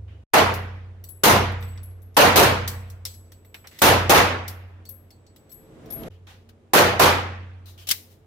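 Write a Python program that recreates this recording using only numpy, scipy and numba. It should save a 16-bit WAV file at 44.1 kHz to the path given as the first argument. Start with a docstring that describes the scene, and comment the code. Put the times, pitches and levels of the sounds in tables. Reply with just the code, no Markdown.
"""Pistol shots in two lanes of a concrete indoor range: each is a shock pulse, an echo of decaying noise
and the hall's booming low air modes, all driving a limiter. Brass cases bounce as noise clicks with
short and ringing modes; hands, gear and a magazine scrape and snap as shaped noise. Ventilation is
filtered noise with fan tones and a whine, and it swells before the second of two brief silent gaps."""
import sys
import numpy as np
from scipy import signal
from scipy.fft import rfft, irfft, next_fast_len
from scipy.io import wavfile
from scipy.ndimage import uniform_filter1d, map_coordinates
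from numba import njit

SR = 44100
rng = np.random.default_rng(int(sys.argv[2]) if len(sys.argv) > 2 else 0)


def to_wav(sig):
    """Store sig (one row per channel, or 1-D mono) as 16-bit WAV at the path in sys.argv[1].

    Samples outside -1..1 are clipped; the rate is SR.
    """
    pcm = np.clip(np.atleast_2d(sig), -1, 1) * 32767
    pcm = np.round(pcm).astype(np.int16)
    wavfile.write(sys.argv[1], SR, pcm.T)  # frames by channels


N = 364266

# pistol shots: start_s, blast_db, boom_db, treble_db
SHOTS = [(0.3351, 10.5, -24, -9), (1.235, 12.5, -20.5, 1.5), (2.1672, 14.5, -25.5, -3),
         (2.358, 12.5, -20.5, 2), (3.8176, 12.9, -20.5, 0.5), (4.095, 15, -26.5, -2.5),
         (6.734, 13, -26.5, -1.5), (6.995, 12, -27, -3.5)]
# silent gaps: start_s, end_s
GAPS = [(0.238, .33), (6.085, 6.099)]


def amp(db):
    """Amplitude factor of a level in dB."""
    return 10 ** (np.asarray(db) / 20)


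def unit(x):
    """Scale to an RMS of 1."""
    return x / np.sqrt(np.mean(x ** 2) + 1e-20)


def along(points, hz):
    """Interpolate (Hz, value) points on a log frequency axis."""
    f, v = np.transpose(points)
    return np.interp(np.log(hz + 1), np.log(f + 1), v)


def add(track, sound, start_s):
    """Mix in a stereo sound, cut off at the end of the next gap."""
    i = round(start_s * SR)
    cuts = [round(end_s * SR) - i for _, end_s in GAPS if end_s > start_s]
    n = min([sound.shape[1], N - i] + cuts)
    track[:, i:i + n] += sound[:, :n]


def sides(pan_db):
    """Left and right gains whose ratio is pan_db; positive leans left."""
    return amp([[pan_db / 2], [-pan_db / 2]])


def field(size, spectrum_db, t60_s=None, patchy_db=0):
    """Stereo noise of a given spectrum, each frequency dying at its own speed, in patches of uneven strength."""
    # left-right correlation: freq_hz, correlation
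    likeness = [(60, 1), (200, .8), (500, 0.61), (1000, 0.16), (3000, 0.0038), (15000, 0.073)]
    hz, t, z = signal.stft(rng.standard_normal((2, size)), SR, nperseg=512)
    turn = np.arccos(np.clip(along(likeness, hz), -1, 1))[:, None] / 2
    mid, side = np.cos(turn) * z[0], np.sin(turn) * z[1]
    z = np.array([mid + side, mid - side])
    patches = rng.standard_normal(z.shape[1:])
    patches = uniform_filter1d(patches, size=6, axis=0)
    patches = uniform_filter1d(patches, size=5, axis=1)
    gain = amp(spectrum_db(hz)[:, None] + patchy_db * unit(patches))
    if t60_s:
        gain = gain * amp(-60 * t / t60_s(hz)[:, None])
    return signal.istft(z * gain, SR, nperseg=512)[1][:, :size]


def ventilation():
    """Air rush over unsteady fan tones and a rumble, with a whine; all swell once, and shots shake the rumble."""
    # air rush spectrum: freq_hz, density_db_per_hz
    rush_spectrum = [(15, -39.5), (25, -20), (41, -11.5), (97, -3.5), (117, -17), (157, 0.5), (180, -18),
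                     (317, -9), (1230, -27), (3820, -37), (4490, -41), (7710, -43.5), (16000, -56.5)]
    # fan tones: freq_hz, level_db against the rush
    fan_tones = [(151, -14.5), (231, -8.5), (318, -14), (441, -13), (528, -15)]
    # rumble spectrum: freq_hz, density_db_per_hz
    rumble_spectrum = [(10, -29), (25, 1), (45, 1.5), (70, -24.5), (200, -88.5)]
    air_db, whine_db, rumble_db = -58, -76.5, -66  # steady levels
    air_swell_db, whine_swell_db, rumble_swell_db = 22, 35.5, 19  # swell peaks against steady
    swell_end_s, swell_rise_s = 6.09, .44
    shake_db, shake_rise_s, shake_t60_s = -50, .12, 1.5
    whine_hz = 663
    t = np.arange(N) / SR

    def swell(peak_db):
        return 1 + amp(peak_db * (1 - abs(swell_end_s - t) / swell_rise_s)) * (t < swell_end_s)

    def waver():
        return map_coordinates(rng.standard_normal(200), [t * 14])  # 14 random points per second

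    rush = unit(field(N, lambda hz: along(rush_spectrum, hz)))
    hum = 0
    for hz, db in fan_tones:
        hum = hum + amp(db + 4.3 * waver()) * np.sin(2 * np.pi * hz * t + 0.5 * waver())
    air = amp(air_db) * swell(air_swell_db) * (rush + hum)

    whine = np.sin(2 * np.pi * whine_hz * t + .6 * waver())
    whine = amp(whine_db) * swell(whine_swell_db) * whine

    noise = signal.resample(rng.standard_normal((2, N // 50)), N, axis=1)  # low frequencies only
    deep = irfft(rfft(noise) * amp(along(rumble_spectrum, np.fft.rfftfreq(N, 1 / SR))), N)
    shake = 0
    for start_s, *_ in SHOTS:
        since_s = np.maximum(t - start_s, 0)
        shake = shake + amp(shake_db - 60 * since_s / shake_t60_s) * (1 - np.exp(-since_s / shake_rise_s))
    rumble_level = amp(rumble_db) * swell(rumble_swell_db) + shake
    rumble = rumble_level * unit(deep + deep[::-1] * 0.4)  # each side leaks into the other
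    return air + whine + rumble


def opening_tones():
    """Two low tones beat and decay until the first gap ends."""
    # tones: freq_hz, level_db, t60_s
    low_tones = [(73.6, -37, 1.9), (98, -35, 1.4)]
    out, t = np.zeros((2, N)), np.arange(2 * SR) / SR
    tones = sum(amp(db - 60 * t / t60_s) * np.sin(2 * np.pi * hz * t) for hz, db, t60_s in low_tones)
    add(out, tones[None], 0)
    return out


def tilt(hz, bass_db, treble_db):
    """The contact spectrum with a low and a high shelf."""
    # contact spectrum: freq_hz, density_db_per_hz
    contact_spectrum = [(300, -7.5), (1000, -3.5), (3500, 4.5), (5500, 2), (8500, -4), (13000, 4.5),
                        (16000, 1.5)]
    bass = bass_db / (1 + (hz / 3200) ** 4)
    treble = treble_db / (1 + (9500 / (hz + 1)) ** 6)
    return along(contact_spectrum, hz) + bass + treble


def click(colour, scrape_s, near_t60_s, far_db, far_t60_s, wall_db, wall_s=0.19):
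    """A contact: a snap and a burst dying in the booth, a fainter answer of the hall and the far wall's slap."""
    snap_db, snap_t60_s = 4.5, 0.008
    t = np.arange(SR // 2) / SR
    since_s = np.maximum(t - scrape_s, 0)
    near = amp(-60 * since_s / near_t60_s)
    far = amp(far_db - 60 * since_s / far_t60_s)
    snap = amp(snap_db - 60 * t / snap_t60_s)
    back_s = np.maximum(t - wall_s, 0)
    slap = amp(wall_db - 60 * back_s / far_t60_s) * (1 - np.exp(-back_s / .015))
    shape = near + far + snap + slap
    return field(len(t), colour, patchy_db=1.5) * shape * (1 - np.exp(-t / 0.0014))


def handling():
    """Hands, gear and magazine scrape and snap, each with its own resonance; more bass means less treble."""
    # contacts: start_s, level_db, left_right_db, bass_db, scrape_s, t60_s, body_hz
    contacts = [(0.079, -75, 1, 23, 0.049, 0.5, 3000), (3.642, -67, -1, 28, 0.018, 0.12, 790),
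                (3.712, -55.5, 0, 4.5, 0.11, .1, 2000), (6.0337, -46, -9.5, 11.5, 0.0018, 0.02, 2470),
                (6.105, -69, 1.5, 10.5, 0.043, 0.23, 3000), (6.269, -55, 1, 11.5, 0.044, 0.39, 850),
                (6.49, -53, 4, 3, 0.0041, 0.06, 1500), (7.657, -52, 3, -5, 0.042, 0.27, 4000),
                (7.777, -52, 1, 0.5, 0.052, 0.2, 3110), (7.87, -34.5, 2, -4.5, 0.0047, 0.134, 2970),
                (7.888, -20.5, 3.5, -9, 0.0033, 0.058, 3000), (7.903, -26.5, 16.5, -8.5, .003, 0.043, 3000),
                (7.911, -11.5, 1.5, -7, 0.0052, 0.039, 2050), (7.927, -37.5, 1.5, -7.5, 0.0073, 0.41, 2050)]
    base_treble_db, treble_per_bass, body_db = -5.5, -0.39, 8.5
    out = np.zeros((2, N))
    for start_s, db, pan_db, bass_db, scrape_s, t60_s, body_hz in contacts:
        treble_db = base_treble_db + treble_per_bass * bass_db

        def colour(hz):
            body = body_db / (1 + ((hz - body_hz) / (0.091 * body_hz)) ** 2)
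            return tilt(hz, bass_db, treble_db) + body

        sound = click(colour, scrape_s, t60_s, far_db=-19, far_t60_s=0.2, wall_db=-39.0)
        add(out, amp(db) * sides(pan_db) * sound, start_s)
    return out


def boom(t, rise_s=0.078, apart_s=0.00013):
    """The hall's air modes build up as the wave crosses it, then ring out, slightly offset between channels."""
    # low air modes of the hall: freq_hz, level_db, t60_s
    air_modes = [(55.5, -11.5, 2.4), (79.1, -19, 2.6), (91.18, 2.5, 2.18), (98.4, -22.5, 3.7),
                 (120.4, -0.5, 1), (168, -16.5, 0.43), (211.3, -8.5, 1.2), (257, -13, 0.41), (326, -5, .4),
                 (476, -8, 0.97), (501, -10, 0.85), (578, -7.5, 0.45), (690, -6.5, 0.45), (820, -4.5, 0.36)]
    ports_s = t + np.array([[-apart_s], [apart_s]])
    ring = sum(amp(db - 60 * t / t60_s) * np.sin(2 * np.pi * hz * ports_s) for hz, db, t60_s in air_modes)
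    return ring * (1 - np.exp(-(t / rise_s) ** 2))


def shots():
    """A shock pulse, the hall's dense echo in a quick and a slow part, and the boom; one boom tail stands alone."""
    # quick echo spectrum: freq_hz, density_db_per_hz
    blast_spectrum = [(35, -43), (60, -13), (217, -9), (287, -10.5), (398, -4.5), (842, -3), (1820, -11),
                      (2650, -13), (6740, -18), (7400, -22.5), (13000, -17), (14900, -16.5), (16000, -29.5)]
    # quick echo decay: freq_hz, t60_s
    hall_decay = [(40, 0.45), (120, 0.71), (300, 0.56), (700, 0.52), (2000, 0.63), (5000, 0.42),
                  (9000, 0.32), (15000, 0.27)]
    # slow echo: freq_hz, density_db_per_hz, t60_s
    slow_echo = [(150, -45, 0.88), (600, -41, 1.8), (2480, -35.5, 1.11), (6000, -43.5, .8),
                 (15000, -51.5, 0.27)]
    # boom tails without a blast: start_s, shot_age_s, boom_db
    boom_tails = [(6.099, 1.1, -14)]
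    bass_per_treble = .55  # nearer shots are both brighter and fuller
    out, t = np.zeros((2, N)), np.arange(2 * SR) / SR
    u = t[:SR // 20] / 0.00016
    shock = 0.077 * (1 - u) * np.exp(-u)
    late_hz, late_db, late_t60_s = np.transpose(slow_echo)
    late_spectrum = np.column_stack((late_hz, late_db))
    late_decay = np.column_stack((late_hz, late_t60_s))
    for start_s, db, boom_db, treble_db in SHOTS:
        bass_db = bass_per_treble * treble_db

        def colour(hz):
            treble = treble_db / (1 + (6000 / (hz + 1)) ** 2)
            bass = bass_db / (1 + (hz / 260) ** 4)
            return along(blast_spectrum, hz) + treble + bass

        quick = field(len(t), colour, lambda hz: along(hall_decay, hz), patchy_db=1.5)
        slow = field(len(t), lambda hz: along(late_spectrum, hz),
                     lambda hz: along(late_decay, hz), patchy_db=2.5)
        blast = (quick + slow) * (1 - np.exp(-t / 0.0045))
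        blast[:, :len(u)] += shock
        add(out, amp(db) * blast + amp(boom_db) * boom(t), start_s)
    for start_s, age_s, boom_db in boom_tails:
        add(out, amp(boom_db) * boom(t[:SR] + age_s), start_s)
    return out


def bounce(click_db, bass_db, treble_db, click_t60_s, modes):
    """A click on the concrete with short contact modes, and the brass tube's ring, wavering as it spins."""
    # short modes during floor contact: freq_hz, level_db against the click, t60_s
    contact_modes = [(2100, -2, .03), (3600, -9, .03), (5600, -3, .035), (13200, -5, .03)]
    settle_s = .15  # the wavering shrinks as the spin slows
    t = np.arange(SR // 2) / SR
    sound = amp(click_db) * click(lambda hz: tilt(hz, bass_db, treble_db), 0, click_t60_s,
                                  far_db=-12.5, far_t60_s=0.34, wall_db=-42.5)
    for hz, db, t60_s in contact_modes:
        level_chance, pitch_chance = rng.standard_normal(2)
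        level_db = click_db + db + tilt(hz, bass_db, treble_db) + 2.5 * level_chance
        tone = np.sin(2 * np.pi * hz * (1 + .04 * pitch_chance) * t)
        sound = sound + amp(level_db - 60 * t / t60_s) * tone * (1 - np.exp(-t / .0011))
    for hz, db, t60_s, waver in modes:
        # two smooth random curves, 200 points per second
        where = [[[0], [1]] + 0 * t, 200 * t + [[0], [0]]]
        spin = map_coordinates(rng.standard_normal((2, 120)), where)
        spin = spin * (.3 + 0.81 * np.exp(-t / settle_s))
        # each channel's phase follows the other's level curve
        ring = amp(db - 60 * t / t60_s + 2.5 * spin) * np.sin(2 * np.pi * hz * t + waver * spin[::-1])
        sound = sound + np.sqrt(2) * ring * (1 - np.exp(-t / 0.0053))
    return sound


def far_cases():
    """Cases from the next lane, on the left, bounce and ring in one mode."""
    # bounces: start_s, click_db, left_right_db, treble_db, ring_hz, ring_db
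    far_bounces = [(0.539, -36, 5.5, 0, 10700, -53), (1.088, -56, 13.5, 13, 11240, -43.5),
                   (1.831, -57, 5, 9, 11280, -46.5), (2.0186, -68, 14.5, 6, 11400, -61.5),
                   (2.144, -56, 6, -13, 11280, -59), (2.8, -75, 7, -5, 11280, -68),
                   (3.1394, -51, 6.5, -8, 11280, -53), (3.56, -74.5, 6, -5, 11280, -66),
                   (4.479, -31.5, 2, -2.5, 11520, -49), (4.8898, -52.5, 12.5, 17, 11550, -43.5),
                   (5.5163, -54, 9, 6, 11550, -44.5), (5.903, -46.5, 3, -4, 11540, -37),
                   (5.9216, -51, 8, 9, 11550, -31.5)]
    bass_db, click_t60_s, ring_t60_s, waver = -10, 0.092, 0.29, 1.5
    out = np.zeros((2, N))
    for start_s, db, pan_db, treble_db, hz, ring_db in far_bounces:
        modes = [(hz, ring_db, ring_t60_s, waver)]
        add(out, sides(pan_db) * bounce(db, bass_db, treble_db, click_t60_s, modes), start_s)
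    return out


def near_cases():
    """The shooter's cases bounce and ring in three modes, leaning to high or low modes by bounce."""
    # bounces: start_s, click_db, bass_db, treble_db, ring_db, lean_db_per_octave to the high modes
    near_bounces = [(1.0398, -44, -11, 5.5, -57, 1), (1.5194, -50.5, 8, -4, -77, -8),
                    (1.607, -60, -5, 8, -63, 19), (1.6252, -48.5, 15, -10, -57.5, 8),
                    (1.6791, -62, 8, 10, -59, 5.5), (1.775, -48.5, 3, -24, -74, -6),
                    (1.9086, -70.5, 6.5, -2, -74, 6), (2.6764, -20.5, -13, -4, -54.5, -14),
                    (2.7894, -64, 6, -7, -74, -2), (2.9, -40.5, -36, -7, -85, -8),
                    (3.052, -23.5, -12.5, -6.5, -51, -5), (3.3192, -47.5, -1, -3, -64, -1),
                    (3.4481, -64, 10.5, 7, -66, 11), (3.543, -44, 14, -4, -60, 10.5),
                    (3.6708, -40, -4, -5.5, -64, 6), (3.7882, -34, -5.5, -5, -52.5, 7.5),
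                    (4.8527, -45.5, -16, -5.5, -64, -18), (5.105, -50.5, -9, -3.5, -70, -18),
                    (5.2648, -53.5, -17.5, -17, -70, -12), (5.361, -53, -2, 0, -68.5, 2),
                    (5.4937, -61, -5, 0, -57.5, 7), (5.8585, -57, -3, -2, -85, -10.5)]
    # ring modes: freq_hz, level_db against the ring, t60_s, waver (phase factor)
    brass_modes = [(4440, 0, 0.17, 2.8), (7880, 2, 0.65, 1.2), (12200, -4, .5, 1.1)]
    pan_db, click_t60_s = 0.5, .065
    pivot_hz = brass_modes[1][0]
    out = np.zeros((2, N))
    for start_s, db, bass_db, treble_db, ring_db, lean_db in near_bounces:
        modes = []
        for hz, mode_db, t60_s, waver in brass_modes:
            level_db = ring_db + mode_db + lean_db * np.log2(hz / pivot_hz)
            modes.append((hz, level_db, t60_s, waver))
        add(out, sides(pan_db) * bounce(db, bass_db, treble_db, click_t60_s, modes), start_s)
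    return out


def scene():
    """Sum of all sources, stereo."""
    return ventilation() + opening_tones() + handling() + shots() + far_cases() + near_cases()


@njit
def follow(peak, fall):
    """Jumps to each peak and sinks back slowly."""
    out, level = np.empty_like(peak), 0.0
    for i in range(len(peak)):
        level = max(peak[i], level * fall)
        out[i] = level
    return out


def record(dry, limit_db=-3, release_s=0.014):
    """Limiter on both channels together, soft clipping, the gaps, the unlike channels and the band limit."""
    # channel balance: freq_hz, left_right_db
    balance = [(100, -1), (700, -0.5), (2500, -1.5), (6000, 1.5), (13000, 3.5)]
    low_cut_hz, top_hz = 34, 16000
    level = follow(np.abs(dry).max(axis=0), np.exp(-1 / (release_s * SR)))
    gain = uniform_filter1d(np.minimum(1, amp(limit_db) / (level + 1e-9)), size=45)
    x = dry * gain
    x = x / (1 + np.abs(x / .98) ** 6) ** (1 / 6)  # soft clip
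    t = np.arange(N) / SR
    for start_s, end_s in GAPS:
        x = x * np.clip(np.maximum((start_s - t) / 0.0009, (t - end_s) / .004), 0, 1)
    m = next_fast_len(N + 8192)
    hz = np.fft.rfftfreq(m, 1 / SR)
    band = hz ** 4 / (hz ** 4 + low_cut_hz ** 4) * np.exp(-(hz / top_hz) ** 40)
    channels = amp(along(balance, hz) / [[2], [-2]])
    return irfft(rfft(x, m) * band * channels, m)[:, :N]


dry = scene()
out = record(dry)
to_wav(out)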